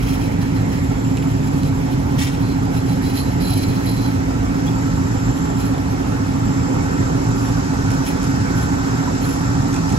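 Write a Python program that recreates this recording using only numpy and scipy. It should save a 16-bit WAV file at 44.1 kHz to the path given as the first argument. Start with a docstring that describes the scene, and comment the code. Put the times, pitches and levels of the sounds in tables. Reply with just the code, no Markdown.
"""Night, a microphone pair close to a chain-link fence. From the start a diesel pumper idles, a second
engine hunts up and down, its gears whining, and a hose sprays farther off. From 1 to 3 s a distant engine
slows and fades; just after 2 s a long tool is leaned on the mesh and scrapes down it. A hose dragging
past makes the fence jingle and tick, its links ringing most at 3 to 4 s. Toward the end the pump's
clatter and the spray grow louder."""
import sys
import numpy as np
from scipy import signal
from scipy.fft import rfft, irfft, next_fast_len
from scipy.io import wavfile
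from scipy.ndimage import uniform_filter1d

SR = 44100
rng = np.random.default_rng(int(sys.argv[2]) if len(sys.argv) > 2 else 0)


def output_pcm(signal):
    """Save a mono or channel-first signal as 16-bit PCM at the path in sys.argv[1].

    Samples are clipped to [-1, 1] before scaling.
    """
    pcm = np.clip(np.atleast_2d(signal).T, -1, 1) * 32767
    wavfile.write(sys.argv[1], SR, np.round(pcm).astype(np.int16))


N = 440117
TIME = np.arange(N) / SR

# The pumper's idle. Each row: time in seconds, shaft turns a minute.
SHAFT_RPM = [(0, 839), (1.05, 830), (2, 839), (2.5, 839), (3.4, 835), (4.5, 839), (5.5, 837), (8, 840),
             (9.3, 841), (9.6, 845), (9.98, 857)]
# Exhaust tones, strongest at two pipe resonances. Each row: multiple of the shaft rate, level in dB.
EXHAUST_TONES = [(3, -39), (5, -39), (6, -39), (7, -46), (9, -45), (10, -42), (11, -38), (11.5, -41),
                 (12, -31), (13, -41), (14, -47), (15, -48), (16, -47), (17, -38), (18, -41), (18.5, -48),
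                 (19, -26), (19.5, -44), (20, -28.5), (20.5, -48), (21, -40.5), (21.5, -46), (22, -47),
                 (24, -52), (27, -47), (29, -51), (30, -54)]
# Strength in dB of each of the six firings in two turns.
FIRING_DB = [1.5, -1, .6, -1.5, .3, -.6]
# The pumper at work. Each row: time in seconds, then pump clatter, hose spray and fan whirr in dB.
WORK_LEVELS = [(0, -41, -48, -40), (.5, -41.5, -46, -37.5), (1, -42.5, -46.5, -41.5),
               (2.2, -39.5, -46.5, -44.5), (3.6, -39.5, -44, -41), (4.3, -37.5, -44, -41),
               (5, -36, -42, -45), (5.8, -36, -45.5, -43.5), (6.5, -35.5, -42.5, -42),
               (6.9, -33.5, -42, -41), (7.3, -34.5, -40.5, -48), (8, -34, -39, -43),
               (8.7, -33.5, -39.5, -43), (9.98, -32.5, -38.5, -46)]
# Pump tone, lower gear whine and tool scrape. Each row: time in seconds, level in dB.
PUMP_TONE_LEVELS = [(0, -64), (2.4, -45), (3.4, -49), (4.4, -44), (6.1, -53), (6.8, -44.5), (8.8, -36),
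                    (9.2, -46), (9.98, -45)]
LOWER_WHINE_LEVELS = [(0, -62), (.5, -57), (1.15, -50.5), (1.7, -55.5), (2.2, -63), (2.9, -54),
                      (3.4, -51.5), (4.1, -59), (4.7, -55.5), (5.25, -44.5), (5.6, -51), (6.1, -58),
                      (6.5, -48.5), (7.35, -48), (8.1, -57), (8.6, -48), (9.5, -49), (9.98, -53)]
SCRAPE_LEVELS = [(2.175, -57), (2.187, -28), (2.205, -31), (2.218, -25.5), (2.238, -32.5), (2.258, -37),
                 (2.272, -27), (2.305, -40), (2.345, -38), (2.4, -58)]
# Tugs on the mesh. Each row: start and hold in seconds, then jingle, overtones and rustle in dB.
MESH_TUGS = [(0, 0.15, -56, -52, -19.5), (0.216, 0.041, -53, -62, -21.5), (0.415, 0.034, -51, -57, -25),
             (0.556, .03, -55, -60, -35), (0.698, .08, -56, -57, -28), (1.53, 0.03, -57, -57, -27),
             (1.58, .025, -59, -58, -40), (1.65, .015, -58, -58, -36), (2.187, .05, -66, -50, -14),
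             (2.265, 0.032, -66, -59, -40), (2.42, 0.1, -47, -52, -49), (2.74, 0.037, -53, -47, -27),
             (2.853, 0.068, -51, -48, -29), (3.02, 0.075, -42.5, -43, -21.5),
             (3.155, 0.039, -36, -31, -18.5), (3.406, 0.049, -39.5, -37, -23),
             (3.496, 0.07, -40.5, -36, -20), (3.59, 0.065, -44, -44, -22), (3.697, 0.12, -49.5, -54, -25),
             (3.856, 0.038, -40, -34, -22), (3.968, 0.035, -46, -52, -28), (4.04, 0.05, -46.5, -47, -26),
             (4.662, .02, -68, -57, -27), (5.36, .015, -64, -45, -35), (5.576, 0.08, -50, -42, -22.5),
             (7.358, 0.15, -66, -48, -32), (7.91, 0.049, -60, -56, -23), (8.055, 0.038, -62, -40, -18.5),
             (8.23, 0.046, -64, -48, -35), (8.563, .05, -64, -44, -26), (9.22, 0.083, -60, -39, -21.5),
             (9.34, 0.06, -68, -55, -36), (9.73, 0.046, -62, -56, -29), (9.895, 0.056, -56, -51, -28)]
# Faint stirring of the mesh between tugs. 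Each row: time in seconds, rustle in dB.
MESH_STIR = [(0, -41), (1, -35), (1.7, -28.5), (2.5, -33.5), (4.1, -36), (4.4, -35), (7.2, -45), (8.8, -34),
             (9.98, -59)]
# Ringing metal. Each row: frequency in Hz, width in Hz, relative level in dB.
CASING_MODES = [(670, 20, -1.5), (752, 16, -1.5), (803, 30, 0), (868, 30, 3.5), (912, 30, 1), (990, 45, -1),
                (1185, 12, -9), (1332, 75, 3.5), (1455, 50, -6), (1535, 40, -6), (1815, 80, -2),
                (1915, 60, -9), (2585, 60, -10), (5680, 110, -11)]
TOOL_MODES = [(1955, 40, 1), (2230, 200, 1), (2730, 110, 5), (3100, 250, 2), (3600, 150, 2), (5720, 120, 2),
              (6500, 200, -5), (7280, 150, -4)]
LINK_MODES = [(3998, 55, 7), (4055, 70, 1), (4125, 90, 0), (4200, 90, -1), (4270, 80, -4), (4340, 60, -1),
              (4430, 30, -1), (4700, 200, 0), (4920, 120, -1)]  # bunched above the note of the longest link
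LINK_OVERTONES = [(11120, 70, 3), (11195, 100, 3), (11290, 120, -3), (11430, 150, -2), (11700, 300, 1),
                  (12100, 400, -2)]  # about 2.76 times higher, as in free bars
# Ticks. Each row: start in seconds, level in dB, thud over snap in dB, seconds to fall 60 dB.
FENCE_TICKS = [(.92, -38, 2, .012), (1.171, -22, -5, .01), (1.176, -38, 10, .02), (1.184, -34, -4, .012),
               (1.225, -42, 11, .04), (1.43, -43, 10, .02), (1.6335, -25.5, -2, .01), (2.348, -39, 7, .02),
               (2.751, -31, -10, .012), (3.187, -29, -8, .015), (3.404, -36, 0, .015),
               (3.6386, -33, -6, .012), (3.85, -41, -2, .012), (5.377, -34, -1, .012), (5.78, -33, 3, .012),
               (7.904, -27, -12, .025), (7.916, -26, -16, .025), (8.0641, -26, -8, .02),
               (8.073, -30, -6, .03), (8.2297, -27, -14, .02), (8.241, -27, -16, .03),
               (9.7298, -27, -8, .03), (9.742, -26, -7, .025), (9.762, -30, -3, .05), (9.893, -28, -8, .02),
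               (9.9027, -28, -8, .025), (9.923, -29, -9, .06)]
# Small pieces ringing. Each row: start in seconds, level in dB, first and last Hz, length in seconds.
SMALL_CHINKS = [(4.664, -37.5, 3340, 3400, .034), (4.675, -37, 3400, 3700, .01),
                (9.066, -28.5, 990, 970, .028), (9.22, -39, 4280, 4020, .048)]
# A distant engine. Each row: time in seconds, pitch in Hz, level in dB.
PASSING_ENGINE = [(1.0, 151, -36), (1.25, 147.9, -26), (1.6, 142.2, -23.5), (2.0, 137.7, -26.5),
                  (2.4, 131.8, -30), (2.8, 125, -51)]
# Far machinery. Each row: frequency in Hz, width in Hz, level in dB.
FAR_DRONES = [(96.7, 2.54, -36), (115.2, 6, -29.5), (183.8, 2.6, -40), (375, 4, -42.5)]
# Swells of the deep rumble. Each row: middle in seconds, height in dB.
RUMBLE_SWELLS = [(.08, 8.9), (1.3, 3), (3.55, 6.7), (4.25, 6.2), (5.2, 11), (8.7, 3)]
# Colour of each noise. Each row: frequency in Hz, relative level in dB.
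ROAR_SPECTRUM = [(25, -34), (34, -30), (45, -9.5), (70, -8), (115, -1), (130, -3.5), (150, -6), (200, -7.5),
                 (290, -12), (318, -14.5), (410, -15.5), (465, -18), (505, -17), (610, -24.5), (700, -20.5),
                 (780, -22), (860, -20), (1150, -32), (1600, -34.5), (3000, -38), (6000, -50)]
CLATTER_SPECTRUM = [(500, -11), (700, -7), (900, -13.5), (1100, -3), (1400, -6.5), (1600, -6.5),
                    (1900, -12), (2300, -18.5), (3000, -25)]
FAN_SPECTRUM = [(1300, -2.5), (1500, 2), (1800, 3.5), (2200, 5.5), (2600, -2), (3200, -20), (4200, -27.5)]
RUSTLE_SPECTRUM = [(1500, -16), (2500, 4), (3250, 1.5), (3700, -4), (4400, -2.5), (5500, -1.5), (8000, -10),
                   (10000, -0.5), (11500, 3.5), (12400, 7), (16000, 18)]
SCRAPE_SPECTRUM = [(1100, -38), (1900, 1), (3630, -12), (3970, -6), (7300, -10), (9260, -8), (10300, -5),
                   (12400, -31), (16100, -44), (22000, -120)]
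SPRAY_SPECTRUM = [(2500, -37), (3500, 2), (4050, 6.5), (4480, 5.5), (5100, 11), (6000, 10), (7500, 5.5),
                  (8500, -8.5), (10000, -32), (12000, -56), (16000, -40)]
RUMBLE_SPECTRUM = [(28, -28), (40, 21), (58, 32), (80, -49)]
# Stereo width of the noise and fence: wide midrange, nearly centred high treble.
# Each row: frequency in Hz, left-right likeness from 0 to 1.
NOISE_LIKENESS = [(40, .96), (290, .96), (400, .8), (650, .7), (950, .3), (1500, .55), (2500, .35),
                  (3500, .1), (6000, .3), (8500, .3), (9200, .85), (9800, .5), (10500, .97), (11600, .97),
                  (12000, .6), (15000, .9)]
FENCE_LIKENESS = [(1500, 0.2), (3000, 0.16), (3600, 0.35), (4000, 0.63), (7000, 0.09), (9200, 0.79),
                  (11000, 0.76)]
# Left-right phase: the left lags, and the high treble sits mostly centred.
# Each row: frequency in Hz, phase added to the left in radians.
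LEFT_PHASE = [(0, 0), (270, -1.1), (700, -2.9), (1200, -2), (2000, -3.2), (3000, -4.7), (4000, -6.5),
              (5500, -9.4), (7000, -12.3), (9200, -15.7), (10400, -18.85), (11700, -18.85), (12600, -22),
              (13700, -22), (14500, -25.1), (16000, -25.1)]
# Left-right balance. Each row: frequency in Hz, left minus right in dB.
BALANCE = [(60, -2), (110, -0.5), (200, -3), (380, -3), (700, -6), (1290, -2.5), (2380, -2.5), (4400, 1.5),
           (8120, 5.5), (15000, -3.5)]
# Close ticks also reach both sides at once. Each row: gain in dB, left first, then right.
CLOSE_TICK_DB = [
    [-8],
    [-15],
]
# The high treble is dulled. Each row: frequency in Hz, gain in dB.
TREBLE_ROLLOFF = [(8000, 0.5), (12300, -10.5), (12750, -16), (13600, -17), (13900, -23.5), (15700, -30)]


def shaft_turns():
    """Turns the idling pumper's shaft has made at each sample."""
    return np.cumsum(curves(SHAFT_RPM)[0]) / (60 * SR)


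def exhaust():
    """The pumper's exhaust pulses: tones locked to the shaft, each wavering in level."""
    turns = shaft_turns()
    return np.sqrt(2) * sum(amp(db + 1.06 * wander(.024)) * np.cos(2 * np.pi * (k * turns + rng.random()))
                            for k, db in EXHAUST_TONES)


def engine_roar():
    """The diesel's steady low roar."""
    return amp(-21.5) * diffuse_noise(ROAR_SPECTRUM, patchy_db=1.75)


def pump_clatter(level_db):
    """Noise and a ringing casing swell at each of the three firings a turn."""
    firings = 3 * shaft_turns()
    strength_db = np.interp(firings % 6, np.arange(7), FIRING_DB + FIRING_DB[:1])
    beat = amp(strength_db + 3.5 * np.exp(-(firings % 1) / .3))
    casing = np.array([ring(rng.standard_normal(N), CASING_MODES) for side in range(2)])
    return amp(level_db) * unit(beat) * (diffuse_noise(CLATTER_SPECTRUM, patchy_db=2.5) + casing)


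def pump_tone():
    """The pump's thin, unsteady note."""
    return amp(curves(PUMP_TONE_LEVELS)[0] + 2.5 * wander(.08)) * tone(1484.5 + 3 * wander(.05))


def fan_whirr(level_db):
    """A fan's patchy midrange rush of air."""
    return amp(level_db) * diffuse_noise(FAN_SPECTRUM, patchy_db=3.0)


def hunting_gears(cycle_s=2.11, slowest_s=1.07, rising_share=.58, centre_hz=11615, swing_hz=80):
    """Two gear whines rise and fall together as the second engine hunts."""
    hunt = np.pi * np.interp((TIME - slowest_s) / cycle_s % 1, [0, rising_share, 1], [0, 1, 2])
    upper_hz = centre_hz - swing_hz * np.cos(hunt)
    upper_db, lower_db = -49.5, curves(LOWER_WHINE_LEVELS)[0] + 1.5 * wander(.08)
    return sum(amp(db + 3.3 * wander(.0066)) * tone(ratio * (upper_hz + 8.9 * wander(.0093)))
               for ratio, db in ((1, upper_db), (.6363, lower_db)))


def hose_tugs(rise_db_per_s=1500):
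    """Gains of jingle, overtones and rustle: each tug rises fast, holds and dies away, in jerks."""
    jerks = amp(2.4 * wander(.009))
    stir_offset_db = np.array([[-32], [-24], [0]])
    fall_db_per_s = np.array([[220], [220], [300]])
    gains = amp(curves(MESH_STIR)[0] + 3.8 * wander(.029) + stir_offset_db)
    for start, hold, *db in MESH_TUGS:
        at = slice(max(round((start - .1) * SR), 0), round((start + hold + .4) * SR))
        age = TIME[at] - start
        loss_db = rise_db_per_s * np.maximum(-age, 0) + fall_db_per_s * np.maximum(age - hold, 0)
        gains[:, at] += amp(np.array(db)[:, None] - loss_db)
    return gains * jerks


def fence_jingle():
    """Close by, the tugged mesh rustles and its wire links knock together, ringing like free bars."""
    jingle, overtones, rustle = hose_tugs()
    blows = knocks(per_s=2500, spread_db=1.8)
    links = ring(jingle * blows, LINK_MODES, opposed=True)
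    links += ring(overtones * blows, LINK_OVERTONES, opposed=True)
    return links + rustle * unit(coloured(knocks(per_s=5000, spread_db=-.5), RUSTLE_SPECTRUM))


def tool_scrape():
    """The tool slides down the mesh in tiny slips that rasp and set it ringing."""
    slips = knocks(per_s=3500, spread_db=0)
    rings = unit(sum(amp(db) * unit(resonate(slips, hz, width)) for hz, width, db in TOOL_MODES))
    rasp = unit(coloured(slips, SCRAPE_SPECTRUM))
    return amp(curves(SCRAPE_LEVELS, outside=-120)[0]) * (.49 * rings + .65 * rasp)


def fence_ticks(snap_hz=6800, widest_hz=9000, sharpest_s=.01):
    """Fence and debris tick: a bright snap over a duller thud; longer ticks have a narrower snap."""
    ticks, grit = np.zeros(N), rng.standard_normal(N)
    thud = unit(resonate_twice(grit, hz=2500, width=2000))
    for start, db, thud_db, t60 in FENCE_TICKS:
        at = slice(round(start * SR), round((start + .04) * SR))
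        width = widest_hz * sharpest_s / min(t60, 3 * sharpest_s)
        snap = unit(resonate(grit[at], snap_hz, width))
        ticks[at] += amp(db - 60 * (TIME[at] - start) / t60) * (snap + amp(thud_db) * thud[at])
    return ticks


def chinks():
    """Small pieces at the fence ring briefly, each a rough, gliding note."""
    out, rasp_hz = np.zeros(N), 80 * wander(.0007)
    for start, db, first_hz, last_hz, length in SMALL_CHINKS:
        progress = np.clip((TIME - start) / length, 0, 1)
        hz = first_hz + (last_hz - first_hz) * progress + rasp_hz
        out += amp(db) * tone(hz) * np.sin(np.pi * progress) ** 2
    return out


def hose_spray(level_db):
    """Farther off, water hisses from a hose with a slight flutter."""
    return amp(level_db + .48 * wander(.0096)) * diffuse_noise(SPRAY_SPECTRUM, patchy_db=1.5)


def passing_engine():
    """A distant engine's note sinks as it slows, cut off once it fades to its opening level."""
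    hz, db = curves(PASSING_ENGINE)
    return amp(db) * tone(hz) * (db > db[0])


def far_machinery():
    """Fuzzy drones from far machines, each a narrow band of noise."""
    return sum(amp(db) * unit(resonate_twice(rng.standard_normal(N), hz, width))
               for hz, width, db in FAR_DRONES)


def deep_rumble(steady_db=-37.5, half_width_s=.2):
    """Under everything, a deep rumble that swells now and then."""
    swell_db = sum(db * np.exp(-((TIME - middle) / half_width_s) ** 2) for middle, db in RUMBLE_SWELLS)
    return amp(steady_db + swell_db) * unit(coloured(rng.standard_normal(N), RUMBLE_SPECTRUM))


def amp(db):
    """Decibels to gain."""
    return 10 ** (np.asarray(db) / 20)


def unit(x):
    """Scales to rms 1."""
    return x / np.sqrt(np.mean(x ** 2) + 1e-20)


def tone(hz):
    """A sinusoid of rms 1 that follows a pitch curve."""
    return np.sqrt(2) * np.cos(2 * np.pi * np.cumsum(hz) / SR)


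def read(points, hz):
    """Reads a table on a log-frequency axis."""
    table_hz, value = np.transpose(points)
    return np.interp(np.log(hz + 1), np.log(table_hz + 1), value)


def curves(rows, outside=None):
    """One value a sample for each column after a table's times."""
    times, *columns = np.transpose(rows)
    return [np.interp(TIME, times, column, outside, outside) for column in columns]


def coloured(x, spectrum):
    """Filters by a table of dB over frequency."""
    size = next_fast_len(N)
    gain = amp(read(spectrum, np.fft.rfftfreq(size, 1 / SR)))
    return irfft(rfft(x, size) * gain, size)[..., :N]


def wander(seconds):
    """Random drift of rms 1, smoothed over the given time."""
    size = max(round(seconds * SR), 1)
    return unit(uniform_filter1d(uniform_filter1d(rng.standard_normal(N), size), size))


def resonate(x, hz, width):
    """A one-pole resonance, its width in Hz."""
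    radius = np.exp(-np.pi * width / SR)
    return 2 * signal.lfilter([1 - radius], [1, -radius * np.exp(2j * np.pi * hz / SR)], x).real


def resonate_twice(x, hz, width):
    """Two passes keep a ring narrow and soften its start."""
    return resonate(resonate(x, hz, width), hz, width)


def ring(blows, modes, opposed=False):
    """Blows set modes ringing; if opposed, neighbours swing in opposite ways."""
    return sum((-1) ** (k * opposed) * amp(db) * resonate_twice(blows, hz, width) * np.sqrt(SR / width)
               for k, (hz, width, db) in enumerate(modes)) / np.sqrt(len(modes))


def diffuse_noise(spectrum, patchy_db, hop=128, size=512):
    """Two unrelated noises that share one spectrum and one field of drifting patches."""
    frames = N // hop + 5
    real, imag, patches = rng.standard_normal((frames, size // 2 + 1, 3, 2)).T.swapaxes(0, 1)
    patches = uniform_filter1d(patches[0], size=4, axis=0)  # across frequency
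    patches = unit(uniform_filter1d(patches, size=16, axis=1))  # across time
    bins = (real + 1j * imag) * amp(patchy_db * patches)
    pair = signal.istft(bins, nperseg=size, noverlap=size - hop)[1][:, :N]
    return unit(coloured(pair, spectrum))


def knocks(per_s, spread_db):
    """Sparse clicks of random sign, their sizes scattered by spread_db."""
    chance, size, sign = rng.random((N, 3)).T
    return unit((chance < per_s / SR) * amp(-spread_db * np.log(size + .048)) * np.sign(sign - .5))


def stereo(direct, left_only=None, likeness=None):
    """Sets a sound's left-right phase and balance; low likeness blends another into the left."""
    size = next_fast_len(N)
    hz = np.fft.rfftfreq(size, 1 / SR)
    left = right = rfft(direct, size)
    if likeness is not None:
        shared = read(likeness, hz)
        left = shared * right + np.sqrt(1 - shared ** 2) * rfft(left_only, size)
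    phase = np.exp(1j * np.interp(hz, *np.transpose(LEFT_PHASE)))
    tilt = amp(read(BALANCE, hz) / 2)
    return irfft([left * phase * tilt, right / tilt], size)[:, :N]


def scene():
    """Focused engine tones, wider noise, and the close fence scattering off rubble."""
    clatter_db, spray_db, whirr_db = curves(WORK_LEVELS)
    fence = fence_jingle() + tool_scrape()
    ticks = fence_ticks()
    fence += chinks()
    rubble_echo = rng.standard_normal(1200) * amp(-.025 * np.arange(1200))
    scattered = signal.oaconvolve(fence, rubble_echo / np.linalg.norm(rubble_echo))[:N]
    close = stereo(fence + ticks, scattered, FENCE_LIKENESS) + amp(CLOSE_TICK_DB) * ticks
    diffuse = pump_clatter(clatter_db) + engine_roar() + fan_whirr(whirr_db) + hose_spray(spray_db)
    engines = exhaust() + hunting_gears() + passing_engine() + far_machinery() + pump_tone()
    return close + stereo(*diffuse, NOISE_LIKENESS) + stereo(engines + deep_rumble())


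def record(dry):
    """The high treble is dulled, with little above 15.8 kHz."""
    low_pass = signal.firwin(511, 15830, window=("kaiser", 9), fs=SR)
    return signal.oaconvolve(coloured(dry, TREBLE_ROLLOFF), low_pass[None], "same")


dry = scene()
out = record(dry)
output_pcm(out)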